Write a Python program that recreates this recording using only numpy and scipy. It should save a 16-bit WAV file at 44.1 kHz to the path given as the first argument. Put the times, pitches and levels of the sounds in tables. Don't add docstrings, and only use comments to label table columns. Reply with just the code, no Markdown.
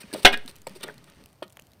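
import sys
import numpy as np
from scipy import signal
from scipy.fft import rfft, irfft
from scipy.io import wavfile
from scipy.ndimage import uniform_filter1d

SR = 44100
rng = np.random.default_rng(int(sys.argv[2]) if len(sys.argv) > 2 else 0)


def elevation(decibels):
    levels = np.asarray(decibels, float)
    return 10 ** (levels / 20)


def waveform_to_disk(signal):
    frames = np.transpose(np.atleast_2d(signal))
    scaled = np.clip(frames, -1, 1) * 32767
    samples = np.round(scaled).astype(np.int16)
    wavfile.write(sys.argv[1], SR, samples)


N = 79380
T = np.arange(N) / SR
DROP_S = 0.2476
EVENT = 4000


def unit(x):
    return x / np.sqrt(np.mean(x ** 2))


def spectrum_db(points, hz):
    f, level = np.array(points).T
    return np.interp(np.log(np.maximum(hz, 1)), np.log(f), level)


def modes(hz, db, t60):
    t = T[:SR // 3, None]
    decay = np.exp(-np.log(1000) * t / np.maximum(t60, .002))
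    h = (elevation(db) * decay * np.sin(2 * np.pi * hz * t)).sum(1)
    return h / np.sqrt(np.sum(h ** 2))


def dense_modes(points, t60, count):
    low, high = points[0][0], points[-1][0]
    place, sign, life = rng.random((count, 3)).T
    hz = low + (high - low) * (np.arange(count) + place) / count
    decay_s = t60 * (0.27 + 1.8 * life) * (hz / 2000) ** -.4
    return modes(hz * np.sign(sign - .5), spectrum_db(points, hz), decay_s)


def burst(start, attack, hold, release):
    t = T - start
    return np.clip(t / max(attack, 1e-4), 0, 1) * np.exp(-np.clip(t - hold, 0, 9) / max(release, 1e-4))


def grains(rate, spread_db):
    chance, sign = rng.random((2, N))
    size = elevation(spread_db * rng.exponential(size=N))
    return unit((chance < rate / SR) * np.sign(sign - .5) * size)


def wander(rate):
    k = int(SR / rate)
    steps = np.repeat(rng.standard_normal(N // k + 1), k)
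    return unit(uniform_filter1d(uniform_filter1d(steps, k), k)[:N])


def strike(force, body):
    return signal.fftconvolve(force, body)[:N]


def ringdown(t60):
    t = T[:EVENT]
    return np.exp(-np.log(1000) * t / max(t60, .001)) * np.clip(t / 0.0007, 0, 1)


def drop_force():
    return burst(DROP_S, attack=0.0019, hold=0.003, release=0.0057)


# f/Hz, level/dB per Hz
CLANK = [(290, -29.5), (650, -3.5), (1100, -18), (1390, -3.5), (1990, -2), (2300, -9), (3000, -4),
         (3800, -8), (4720, -20), (6000, -18), (7800, -52), (13200, -120)]


def log_drop():
    fall = strike(elevation(1) * drop_force() * grains(9000, 1.5), dense_modes(CLANK, t60=0.075, count=330))
    clatter = elevation(1.8 * wander(420))
    damping = burst(DROP_S, 0, hold=0.05, release=0.052)
    return fall * clatter * damping


# t/s, length/s, tongs and iron level/dB, log level/dB, charcoal level/dB
CONTACTS = [(.003, 0.017, -58, -58, -45.5), (0.128, 0.0034, -63, -36.5, -38),
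            (0.136, 0.0063, -64, -56, -31.5), (0.143, 0.011, -40.5, -35.5, -51),
            (0.159, 0.042, -55.5, -44, -47), (0.222, .008, -56, -51.5, -49.5),
            (0.229, 0.012, -53, -49, -44), (0.322, 0.018, -39.5, -35, -41),
            (0.4778, 0.0006, -45.5, -50, -31), (0.48, 0.02, -60, -50.5, -47),
            (0.6693, 0.0021, -38.5, -39.5, -37.5), (0.6744, 0.0028, -63, -38, -46),
            (0.751, 0.02, -75, -50.5, -50), (0.805, 0.0083, -50, -52.5, -62.5),
            (0.82, .008, -51, -63, -53.5), (0.8303, 0.0091, -38.5, -37.5, -34),
            (0.856, 0.02, -50.5, -44.5, -59.5), (0.884, 0.0256, -56, -45, -60.5),
            (1.068, 0.0283, -63, -65.5, -66), (1.4245, 0.0044, -38.5, -54, -48),
            (1.43, 0.011, -62, -58, -55.5)]


def contact_forces():
    touches = np.array([burst(s, 0.00024 + 0.051 * length, length, 0.00067 + 0.27 * length)
                        for s, length, *_ in CONTACTS])
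    iron, log, grit = elevation(np.array(CONTACTS)[:, 2:]).T @ touches
    log = log + elevation(-9) * drop_force()
    grit = grit + elevation(-18.5) * burst(DROP_S, 0.0019, hold=0.006, release=0.012)
    return iron, log, grit


# t/s, level/dB
STIR = [(0, -54), (.1, -53), (.2, -52.5), (.36, -53.5), (.47, -58), (.56, -58.5), (.655, -70), (.7, -52),
        (.8, -58), (.92, -56.5), (1.0, -60), (1.22, -58.5), (1.28, -69), (1.8, -71)]


def stirring_db():
    return np.interp(T, *np.array(STIR).T)


def driven(body, push, rustle_db):
    contact = push * grains(9000, 2.5)
    rustle = elevation(rustle_db + stirring_db() + 0.83 * 20 / 20 * wander(25)) * grains(6000, 3.2)
    return strike(contact + rustle, body)


# f/Hz, level/dB per Hz
IRON = [(350, -39), (600, -12.5), (833, -7.5), (1630, -4.5), (2450, -6), (2700, -3.5), (3820, -7),
        (4580, -26), (6000, -28), (7800, -55), (13200, -120)]


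def iron_rattle(push):
    return driven(dense_modes(IRON, t60=0.048, count=90), push, rustle_db=-11.5)


# f/Hz, level/dB, T60/s
BOWL = [(398, -0.5, 0.12), (588, -15, 0.2), (815, -1.5, 0.074), (1390, 12.5, 0.035), (1710, 5.5, 0.04),
        (2400, -12.5, 0.032), (3050, -9.5, 0.15), (3450, -5.5, 0.046), (3400, -26.5, 0.096),
        (3400, -20.5, 0.17), (3560, -19, 0.034), (3520, -13.5, 0.1), (5200, -21, 0.033),
        (7300, -20.5, 0.093)]


def bowl_ring(iron_push):
    force = elevation(-6) * iron_push + elevation(-11.5) * drop_force()
    return strike(force * grains(9000, 4.4), modes(*np.array(BOWL).T))


# f/Hz, level/dB, T60/s
LOG = [(213, -3, 0.074), (291, -7.5, 0.098), (353, 2.5, 0.017), (420, 1, 0.048), (568, 8, 0.023),
       (875, 2.5, 0.017), (1057, -12.5, 0.019)]


def log_knock(push):
    return driven(modes(*np.array(LOG).T), push, rustle_db=-3.5)


# t/s, level/dB, f/Hz, T60/s
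KNOCKS = [(0.031, -41.5, 2475, 0.046), (0.03, -48, 1556, 0.049), (0.0391, -35.5, 202, 0.068),
          (0.114, -46.5, 1686, 0.16), (0.133, -37, 3950, 0.041), (0.138, -20, 316, 0.028),
          (.152, -33, 420, 0.048), (.147, -21, 596, .03), (.158, -22.5, 538, 0.025),
          (.251, -0.5, 738, 0.014), (.252, -11, 398, 0.15), (.255, -25, 690, 0.089),
          (0.25, -1.5, 2844, 0.037), (0.251, -8, 2453, 0.07), (.27, -33, 301, 0.33), (.3, -37.5, 233, 0.31),
          (.3288, -23, 2420, 0.018), (.329, -22, 3050, 0.018), (.3415, -20, 2240, 0.015),
          (.37, -40.5, 420, 0.14), (0.451, -37.5, 249, 0.09), (0.4789, -25.5, 3900, 0.009),
          (0.6682, -29, 912, 0.031), (.6686, -30, 2320, 0.013), (.6703, -24.5, 527, 0.027),
          (0.6756, -28, 476, 0.014), (0.6718, -35.5, 4400, 0.014), (.705, -38.5, 191, 0.14),
          (0.8305, -32.5, 2950, 0.015), (.835, -33, 2310, .012), (0.6695, -29, 7760, 0.011),
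          (0.76, -36.5, 375, 0.055), (0.836, -33.5, 435, 0.099), (0.846, -27.5, 406, 0.038),
          (0.8825, -31, 1620, 0.013), (0.8867, -25.5, 1830, 0.013), (0.887, -23, 500, 0.0064),
          (0.892, -35, 1300, 0.0094), (.897, -30, 1560, 0.022), (1.078, -47, 1420, 0.0099),
          (1.095, -48, 1475, 0.014), (1.4227, -20, 595, 0.024), (1.4245, -33.5, 1271, 0.025),
          (1.427, -36, 1890, 0.01), (1.4231, -29.5, 368, 0.051), (1.4256, -32.5, 1070, 0.026),
          (1.4257, -33.5, 3266, 0.026), (1.4262, -36.5, 4340, .018), (1.428, -45, 2510, 0.051),
          (1.455, -45.5, 187, 0.13), (1.5708, -10.5, 1950, 0.00074), (1.574, -35.5, 700, 0.0064),
          (1.5926, -12.5, 2000, 0.00069), (1.594, -39, 510, 0.01)]


def knocks():
    out = np.zeros(N + EVENT)
    for s, db, hz, t60 in KNOCKS:
        out[int(s * SR):][:EVENT] -= elevation(db) * ringdown(t60) * np.sin(2 * np.pi * hz * T[:EVENT])
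    return out[:N]


# f/Hz, level/dB, T60/s
TONGS = [(1513, -29, 0.15), (1660, -4, 0.1), (1850, -5, 0.095), (1930, -7, 0.099), (2000, -13.5, 0.067),
         (2463, 1.5, 0.051), (2660, -22, 0.039), (2870, -4.5, 0.066), (3290, -8, 0.029), (3500, -10, 0.061),
         (3710, -6, 0.031)]


def tongs_chatter():
    bounce = elevation(-21.5) * burst(.328, .001, hold=.0165, release=.0015) * grains(2700, 3.24)
    return strike(bounce, modes(*np.array(TONGS).T))


# f/Hz, level/dB per Hz
GRIT = [(880, -47.5), (1500, -14), (3730, 5), (5110, -2.5), (5630, -6.5), (7410, 0), (9850, -4),
        (10900, -14), (15600, -4.5)]


def charcoal(push):
    body = dense_modes(GRIT, t60=0.0038, count=120)
    crackle = elevation(-75.5) * grains(110, 1.8)
    return driven(body, push, rustle_db=-7) + strike(crackle, body)


# f/Hz, level/dB per Hz
RASP = [(1060, -35), (1800, -4.5), (2680, -9.5), (3640, -1), (7000, -19), (9100, -49.5), (15400, -120)]


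def rasp():
    slips = elevation(-5.5 + stirring_db()) * grains(3300, 2.5)
    return strike(slips, dense_modes(RASP, t60=0.0038, count=60))


def fire_bowl():
    iron, log, grit = contact_forces()
    metal = log_drop() + iron_rattle(iron) + bowl_ring(iron) + tongs_chatter()
    return metal + log_knock(log) + charcoal(grit) + rasp() + knocks()


# t/s, level/dB, f/Hz
TICKS = [(0.4607, -30.5, 3010), (0.5125, -35, 4140), (0.5568, -36, 3050), (0.563, -34.5, 12060),
         (0.5682, -52, 4180), (0.5847, -39.5, 3300), (0.618, -33, 6870), (0.6848, -36.5, 4900),
         (0.6951, -35, 3300), (0.7234, -44, 2936), (0.809, -33, 3520), (0.8608, -54, 3120),
         (0.8805, -34, 2480), (0.9418, -36.5, 2390), (0.9802, -35, 4200), (1.042, -34.5, 3810),
         (1.0993, -38, 3910), (1.259, -31.5, 2640), (1.2885, -48, 3578), (1.329, -43, 3040),
         (1.4797, -39.5, 3860), (1.498, -42.5, 5500), (1.5027, -41, 3250), (1.5243, -39, 8600),
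         (1.5288, -42, 9100), (1.5706, -29.5, 3130), (1.5959, -28.5, 2740), (1.6128, -48, 8000),
         (1.6212, -39, 3100), (1.6692, -40.5, 3140), (1.718, -42, 3800), (1.734, -41, 4120)]


def embers():
    out = np.zeros(N + EVENT)
    snap_band = signal.butter(1, [2600, 12000], "band", fs=SR, output="sos")
    for s, db, hz in TICKS:
        snap = elevation(6) * signal.sosfilt(snap_band, rng.standard_normal(EVENT))
        tone = np.sin(2 * np.pi * hz * T[:EVENT])
        start = int((s - .0002) * SR)
        out[start:][:EVENT] += elevation(db - 8) * ringdown(0.0074) * (tone + snap)
    return out[:N]


def echo(x):
    t = T[:SR // 2]
    tail = np.exp(-np.log(1000) * t / 0.32) * np.clip(t / 0.03, 0, 1)
    h = rng.standard_normal(len(t)) * tail
    h = signal.sosfilt(signal.butter(2, 4200, fs=SR, output="sos"), h)
    return x + elevation(-28.5) * strike(x, h / np.sqrt(np.sum(h ** 2)))


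def rumble():
    band = signal.butter(2, [40, 163], "band", fs=SR, output="sos")
    noise = unit(signal.sosfilt(band, rng.standard_normal(N)))
    return noise * elevation(stirring_db() / 2 - 35.5 + 6.1 * wander(42))


# f/Hz, level/dB
GARDEN = [(18, -41.5), (30, -17), (141, 4), (411, -9.5), (507, -11), (1600, -19), (3800, -29),
          (14100, -27.5), (15600, -38)]


def garden():
    hz, floor = np.fft.rfftfreq(N, 1 / SR), 0
    for centre in 30 * 2 ** np.arange(0, 9.1, .75):
        octaves = np.log2(np.maximum(hz, 1) / centre)
        band = np.exp(-(octaves / .5) ** 2) * elevation(spectrum_db(GARDEN, hz))
        floor = floor + irfft(rfft(rng.standard_normal(N)) * band, N) * elevation(2.6 * wander(3.1))
    bird = burst(.634, 0.0059, hold=.03, release=.004) * np.sin(2 * np.pi * 4900 * T)
    return unit(floor) * elevation(-60.5) + elevation(-70) * bird


def scene():
    radiation = signal.butter(3, 177, "high", fs=SR, output="sos")
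    near = signal.sosfilt(radiation, echo(fire_bowl() + embers()))
    return (near + rumble() + garden())[None]


def roll_off(x):
    return signal.sosfilt(signal.butter(12, 15770, fs=SR, output="sos"), x)


def record(dry):
    bias = -elevation(-10.6) * burst(DROP_S, .0016, hold=.0016, release=.025)
    for coupling_hz in (1.58, .92):
        bias = signal.lfilter(*signal.butter(1, coupling_hz, "high", fs=SR), bias)
    top_cut = signal.ellip(4, .2, 25, 15700, fs=SR, output="sos")
    mix = signal.sosfilt(top_cut, np.clip(dry + bias, -1, 1))
    return roll_off(np.clip(mix, -1, 1))


dry = scene()
out = record(dry)
waveform_to_disk(out)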